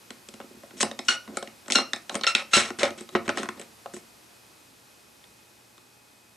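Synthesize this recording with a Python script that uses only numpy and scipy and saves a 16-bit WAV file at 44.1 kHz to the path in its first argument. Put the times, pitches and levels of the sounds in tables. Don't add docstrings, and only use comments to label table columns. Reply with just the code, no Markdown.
import sys
import numpy as np
from scipy import signal
from scipy.io import wavfile

SR = 44100
rng = np.random.default_rng(int(sys.argv[2]) if len(sys.argv) > 2 else 0)


def persist_wave(psi):
    counts = np.round(np.clip(psi, -1, 1) * 32767).astype(np.int16)
    wavfile.write(sys.argv[1], SR, np.atleast_2d(counts).T)


def invert_db(x):
    u = np.asarray(x, float) / 20
    return 10 ** u


N = 280816
TIME = np.arange(N) / SR

COLOUR_HZ = [250, 850, 2000, 4500, 8000]
SUDDEN_S, GENTLE_S = 0.0015, 0.0072


def rms_one(x):
    return x / np.sqrt(np.mean(x ** 2) + 1e-20)


def in_time(rows):
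    return np.interp(TIME, *np.transpose(rows))


def sounding(start, length, rise_s, fall_s):
    end = start + length
    return np.interp(TIME, [start - rise_s, start, end, end + fall_s], [0, 1, 1, 0])


def at_hz(points, hz):
    point_hz, values = np.transpose(points)
    return np.interp(np.log(hz), np.log(point_hz), values)


def drift(rate):
    r = np.exp(-2 * np.pi * rate / SR)
    noise = rng.standard_normal(N + SR)
    settled = signal.lfilter([1], [1, -2 * r, r * r], noise)[SR:]
    return rms_one(settled)


def blend(ranges, hz):
    place = np.interp(np.log(hz), np.log(COLOUR_HZ), np.arange(5))
    k = min(int(place), 3)
    return ranges[k] + (place - k) * (ranges[k + 1] - ranges[k])


def ring(force, hz, t60):
    r = invert_db(-60 / (max(t60, 0.0005) * SR))
    w = 2 * np.pi * hz / SR
    return signal.lfilter([0, np.sin(w)], [1, -2 * r * np.cos(w), r * r], force + 1e-18)


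def room_tone():
    # frequency in Hz, relative density in dB.
    hiss_colour = [(15, -61), (25, -37), (60, -15.5), (90, -2.5), (118, -13), (202, -4.5), (237, -3.5),
                   (438, -7), (811, -8), (2240, -12.5), (2430, -13), (2630, -15), (4150, -13), (13800, -20),
                   (15000, -23)]
    # time in seconds, level in dB.
    hiss_level = [(0.0, -54), (1.5, -54), (3.6, -53.5), (6.37, -58)]
    # frequency in Hz, likeness (1 same, 0 unrelated, -1 opposite).
    likeness = [(60, 1), (180, 0.8), (550, 0.085), (1650, 0.15), (4970, 0.89), (15000, 0.77)]
    # frequency in Hz, level in dB before a slight waver.
    tone_table = [(118.4, -73), (839.8, -76), (2519, -71), (8393, -77)]
    hiss, edges = 0, 22 * 2 ** np.arange(0, 9.6, 0.5)
    white = rng.standard_normal((2, 2, N))
    for k, (low, high) in enumerate(zip(edges, edges[1:])):
        band = signal.butter(2, [low, high], "band", fs=SR, output="sos")
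        mid, side = signal.sosfilt(band, white[k % 2])
        hz = np.sqrt(low * high)
        alike = np.clip(at_hz(likeness, hz), -1, 1)
        stereo = np.sqrt(1 + alike) * mid + np.sqrt(1 - alike) * side * [[1], [-1]]
        hiss = hiss + invert_db(at_hz(hiss_colour, hz)) * stereo
    level_db = in_time(hiss_level) + 0.18 * drift(4)
    waver = invert_db(0.87 * drift(6))
    tones = sum(np.sqrt(2) * invert_db(db) * np.sin(2 * np.pi * hz * TIME) for hz, db in tone_table)
    return invert_db(level_db) * rms_one(hiss) + waver * tones


def plastic():
    # start in seconds, blow on the dome of the lid in dB,
    # push into the bowl in dB, hardness as treble gained in dB, snap of the latch tab near 4.5 kHz in dB.
    knocks = [(0.105, -31.5, -42.5, -7.5, -11), (0.287, -47.5, -45.5, 7, 6), (0.339, -40.5, -42, -1.5, -7),
              (0.402, -35.5, -43, -27, -16.5), (0.412, -43, -50, -14, -8.5), (0.44, -55, -44, -13, -15),
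              (0.509, -55, -45, -15, -16), (0.545, -61, -46.5, -12, -9), (0.57, -59, -46, -12, -13),
              (0.634, -42, -46, -16, -20), (0.708, -43, -50, -16, -13), (0.734, -62, -46, -9, -13),
              (0.753, -60, -44, -10, -12), (0.768, -54, -47, -8, -8), (0.802, -41, -49, 9, 9),
              (0.806, -27.5, -36, 5.5, 10), (0.829, -13.5, -23, -4.5, -11.5), (0.913, -35.5, -39, -7.5, -3),
              (0.99, -28.5, -36, -8, 4.5), (1.085, -28, -37.5, -1, 11.5), (1.276, -37.5, -43, -21, -7),
              (1.37, -23.5, -35.5, 0.5, -6), (1.426, -29.5, -40, -4.5, -5), (1.474, -46, -46, -1, 5),
              (1.66, -51, -50, -4, 1), (1.681, -37, -38, 0, -7), (1.701, -25.5, -31.5, -4, -3),
              (1.721, -29.5, -35.5, 13, 16), (1.755, -23.5, -28.5, 1, 11), (1.785, -21.5, -28, -9, -10),
              (1.933, -23, -38, -5.5, 1), (1.961, -33, -44, -9, -10), (2.095, -26.5, -46, -8, -5),
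              (2.144, -29, -40, -2.5, -13), (2.153, -22, -29.5, 1, -13), (2.192, -41, -44, -16, -7),
              (2.211, -35.5, -43, -13, 4), (2.235, -26, -50, -19, 9.5), (2.267, -26, -52, -5, 13),
              (2.35, -17, -35.5, -8.5, 6.5), (2.533, -27.5, -33, -4, 9), (2.567, -20, -22.5, -1, -6),
              (2.704, -30, -32.5, -11, -10), (2.787, -29.5, -35.5, -5.5, -2), (2.808, -26, -36, -11, -20),
              (2.831, -8.5, -25.5, -15.5, -9), (2.905, -37, -38, -6, 0), (2.977, -50, -47, 4, -6),
              (3.008, -37.5, -37.5, 2, -16), (3.09, -44.5, -51, -7, -2), (3.151, -14, -19.5, -28, -17.5),
              (3.259, -45, -48, -8, -9), (3.279, -26, -26, -15, -8), (3.291, -14, -25, -17, -13),
              (3.373, -22.5, -33, -11, -7), (3.431, -26, -36, -7.5, -22), (3.456, -29, -44, -20, -20),
              (3.488, -20, -35.5, -18, -13.5), (3.574, -46, -53, -15, -16), (3.596, -41, -48, 3.5, -2),
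              (3.614, -46, -51, 4, -9), (3.859, -32, -55, -28, -16.5), (3.937, -42, -38, 0, -19),
              (3.943, -51, -45, 17, -20), (3.965, -39.5, -41, 3, -17), (5.24, -60, -69, -4, 12),
              (5.779, -53, -57, -2, 4)]
    # frequency in Hz, relative level in dB, time to fall 60 dB in seconds,
    # gain in dB on the driving force for a fully free lid.
    bowl_modes = [(97.8, -27.5, 0.091, 14), (176, -11, 0.015, 5), (224.8, 3.5, 0.12, -5),
                  (273, 3, 0.047, -3.5), (360.3, -3, 0.079, 11.5), (454, -6, 0.16, 0)]
    # frequency in Hz, relative level in dB, longest time to fall 60 dB in seconds.
    lid_modes = [(551, -7, 0.046), (665, -4.5, 0.048), (825, -8, 0.013), (837.4, -3, 0.045),
                 (1025, -15.5, 0.039), (1304, -3.5, 0.029), (1434, -3, 0.028), (1630, -18.5, 0.018),
                 (1894, -3, 0.032), (2160, -6.5, 0.019), (2695, 1, 0.031), (2790, 2, 0.022),
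                 (3230, -2.5, 0.0073), (3780, 4.5, 0.0092), (4077, -2.5, 0.0096), (4640, -2, 0.0043),
                 (5377, -1, 0.0055), (5860, -4, 0.0029), (6850, 2.5, 0.017), (6900, -1.5, 0.021),
                 (7750, -5, 0.0026), (8520, -2, 0.02), (773, 6, 0.0073), (1889.4, 7.5, 0.0095),
                 (3530, 8.5, 0.0023), (6240, 3.5, 0.001), (8600, 3.5, .0012)]
    # time in seconds, looseness (0 latched, 1 free).
    looseness = [(0.9, 0.26), (2.0, 0.31), (2.6, 0.63)]
    blow_coupling = [3, -1, -3.5, 1, 8.5]
    rim_shares = [0.14, 0.25]
    rattle_s = 0.0018
    held_cycles = 30

    s, dome_db, push_db, hard_db, snap_db = np.transpose(knocks)
    rim_db = dome_db + np.dot(rim_shares, [hard_db, snap_db])
    colour_db = np.array([push_db, dome_db, rim_db, dome_db + snap_db, dome_db + hard_db])
    colour_db = colour_db + np.c_[blow_coupling]

    at = np.round(s * SR).astype(int)
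    last = np.maximum(np.searchsorted(at, np.arange(N), "right") - 1, 0)
    age, lasting = np.arange(N) - at[last], rattle_s * SR
    blow = 1.0 * (age == 0)
    dying = (age >= 0) * np.exp(-np.abs(age) / lasting)
    rattle = 2.01 * dying * rng.standard_normal(N) / np.sqrt(lasting)

    spread = rng.normal(0, 1.8, (len(at), len(lid_modes) + len(bowl_modes)))
    drag = friction()
    free = in_time(looseness)
    bowl, lid = 0, 0
    for k, (hz, level_db, t60, gain_db) in enumerate(bowl_modes):
        strength = invert_db(colour_db[0] + spread[:, k])[last]
        force = strength * (blow + 0.17 * rattle) + drag[0]
        bowl = bowl + invert_db(level_db) * (-1) ** k * ring(force * invert_db(gain_db * free), hz, t60)
    for k, (hz, level_db, t60) in enumerate(lid_modes):
        strength = invert_db(blend(colour_db, hz) + spread[:, -1 - k])[last]
        force = strength * (0.55 * blow + rattle) + blend(drag, hz)
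        lid = lid + invert_db(level_db) * (-1) ** k * ring(force, hz, min(t60, held_cycles / hz))

    heavy = np.exp(-2 * np.pi * 250 / SR)
    bowl = signal.lfilter([1 - heavy], [1, -heavy], bowl)
    bowl = signal.lfilter(*signal.butter(2, 95, "high", fs=SR), bowl)
    lid = signal.lfilter(*signal.butter(3, 350, "high", fs=SR), lid)
    return 0.96 * bowl + lid


def friction():
    # start in seconds, length in seconds, pressure in dB,
    # tilt towards treble in dB per octave, weight on the bowl in dB.
    drags = [(0.811, 0.017, -29, 8.5, -53), (0.834, 0.033, -42, -8, -26.5), (1.088, 0.069, -28, 2, -38),
             (1.283, 0.074, -60.5, -7, -29.5), (1.707, 0.008, -29.5, 2, -44),
             (1.727, 0.048, -40.5, 8.5, -54), (1.757, 0.065, -25.5, -0.5, -24),
             (2.11, 0.015, -59, -19, -37), (2.16, 0.012, -36, -2.5, -26), (2.242, 0.0058, -22.5, -3.5, -57),
             (2.274, 0.046, -28.5, 1.5, -44), (2.358, 0.067, -29.5, -1.5, -52.5),
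             (2.536, 0.076, -19, 2, -40), (2.575, 0.12, -28.5, 1, -35.5), (2.793, 0.028, -33.5, 3, -38.5),
             (2.837, 0.052, -27.5, -2, -28.5), (2.98, 0.064, -49.5, 3, -43.5),
             (3.158, 0.013, -24, -7, -51.5), (3.298, 0.013, -24.5, -3.5, -24),
             (3.382, 0.062, -37.5, 1, -26), (3.432, 0.017, -41, 1, -36), (3.614, 0.026, -52, 0.5, -61.5),
             (3.935, 0.065, -60, 9, -70)]
    # start in seconds, length in seconds,
    # pressure at the end in dB, tilt towards treble in dB per octave, weight on the bowl at the end in dB.
    slides = [(0.77, 0.037, -51, 7, -40), (1.05, 0.053, -49.5, 5.5, -48.5), (1.345, 0.042, -45.5, 0.5, -42),
              (2.12, 0.044, -58, 10, -36), (2.515, 0.016, -37, 1, -55.5), (2.808, 0.036, -31, -3.5, -38.5),
              (3.12, 0.023, -53.5, 1.5, -37), (3.25, 0.018, -47.5, 0, -46), (3.35, 0.034, -41.5, 0, -29),
              (3.56, 0.064, -52, -2, -40)]
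    drag_fade = [10, 7.4, 14, 19, 14]
    slide_swell = [3, 6.7, 11, 12, 7.6]
    grain_coupling = [-30.5, -23, -20.5, -17.5, -14.5]
    rasp_follows_weight = 0.23

    levels = np.zeros((5, N))
    octaves = np.log2(np.array(COLOUR_HZ) / COLOUR_HZ[2])
    for rows, change_db, loudest, rise_s, fall_s in (
            (drags, drag_fade, 0, SUDDEN_S, GENTLE_S), (slides, slide_swell, 1, GENTLE_S, SUDDEN_S)):
        for s, length, db, tilt_db, weight_db in rows:
            span = slice(int((s - 0.02) * SR), int((s + length + 0.02) * SR))
            progress = np.clip((TIME[span] - s) / length, 0, 1)
            away = np.abs(progress - loudest)
            top_db = np.r_[weight_db, db + tilt_db * octaves[1:]] + grain_coupling
            top_db[1] += rasp_follows_weight * (weight_db - db)
            level_db = top_db[:, None] - np.outer(change_db, away)
            levels[:, span] += sounding(s, length, rise_s, fall_s)[span] * invert_db(level_db)
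    sizes = invert_db(0.59 * np.minimum(rng.exponential(1, N), 5)) * rng.choice([-1, 1], N)
    grains_per_s = 4000 * invert_db(3.0 * drift(60))
    grains = sizes * (rng.random(N) < grains_per_s / SR)
    return levels * rms_one(grains)


def squeaks():
    # start in seconds, length in seconds,
    # slips per second at the start in Hz before the waver, level in dB, number of the partial that the tab favours.
    squeak_table = [(1.084, 0.015, 1449, -23.5, 1.95), (1.752, 0.029, 1406, -26, 3.3),
                    (2.2705, 0.012, 1363, -25, 2.06), (2.534, 0.045, 1363, -26, 2.4)]
    partials = [1, 0, -5, -4.5, -9, -16]
    attack_s, rise_db, fade_db = 0.006, 5.5, 11.5
    sag_hz_per_s = 400
    favour_db, favour_width = 7, 1
    after_db_per_s = 504
    upper_fade_db_per_s = 32

    out, unsteady = 0, drift(150)
    flicker = [invert_db(3.5 * drift(140)) for _ in partials]
    for s, length, hz, db, favoured in squeak_table:
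        since = TIME - s
        age = np.clip(since, 0, length)
        effort_db = np.interp(age, [0, attack_s, length], [-rise_db, 0, -fade_db])
        effort_db = effort_db - after_db_per_s * np.maximum(since - length, 0)
        slip_hz = (hz - sag_hz_per_s * age) * (1 + 0.014 * unsteady)
        phase = 2 * np.pi * np.cumsum(slip_hz) / SR
        stack = 0
        for k, level_db in enumerate(partials):
            lift_db = favour_db * np.exp(-((k + 1 - favoured) / favour_width) ** 2)
            partial_db = level_db - k * upper_fade_db_per_s * np.maximum(since, 0) + lift_db
            stack = stack + invert_db(partial_db) * flicker[k] * np.sin((k + 1) * phase)
        window = sounding(s, 1, SUDDEN_S, GENTLE_S)
        out = out + np.sqrt(2) * window * invert_db(db + effort_db) * stack
    return out


def kitchen(x):
    # frequency in Hz, time to fall 60 dB in seconds.
    ring_times = [(200, 0.33), (1000, 0.28), (4000, 0.24), (10000, 0.17)]
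    walls_db, counter_db = -9.5, -9
    t = np.arange(SR // 2) / SR
    white = rng.standard_normal((3, len(t)))
    tail = 0
    for low in 100 * 2.0 ** np.arange(7):
        octave = signal.butter(2, [low, 2 * low], "band", fs=SR, output="sos")
        dying = invert_db(-60 * t / at_hz(ring_times, low * np.sqrt(2)))
        tail = tail + signal.sosfilt(octave, white) * dying
    tail = tail * (1 - np.exp(-t / 0.00063))
    tail = invert_db(walls_db) * (tail[:2] + 0.54 * tail[1::-1]) / np.linalg.norm(tail[0])
    quick = white[2] * np.exp(-t / 0.003)
    quick = signal.lfilter(*signal.butter(2, 500, "high", fs=SR), quick)
    quick = invert_db(counter_db) * quick / np.linalg.norm(quick) * [[1], [-1]]
    return signal.fftconvolve(x[None], tail + quick, axes=1)[:, :N]


def scene():
    latch_away_db = 4
    dull = signal.butter(8, 10300, fs=SR, output="sos")
    knocks, squeal = signal.sosfilt(dull, [plastic(), squeaks()])
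    walls = kitchen(knocks + invert_db(latch_away_db) * squeal)
    direct = (knocks + squeal) * invert_db([[-0.2], [0.2]])
    return direct + walls + room_tone()


def band_limit(x):
    return signal.sosfilt(signal.butter(12, 15760, fs=SR, output="sos"), x)


def record(dry):
    rounded = 0.69 * np.tanh(dry / 0.66)
    top_cut = signal.cheby2(12, 60, 15100, fs=SR, output="sos")
    mix = signal.sosfilt(top_cut, rounded)
    return band_limit(mix)


dry = scene()
out = record(dry)
persist_wave(out)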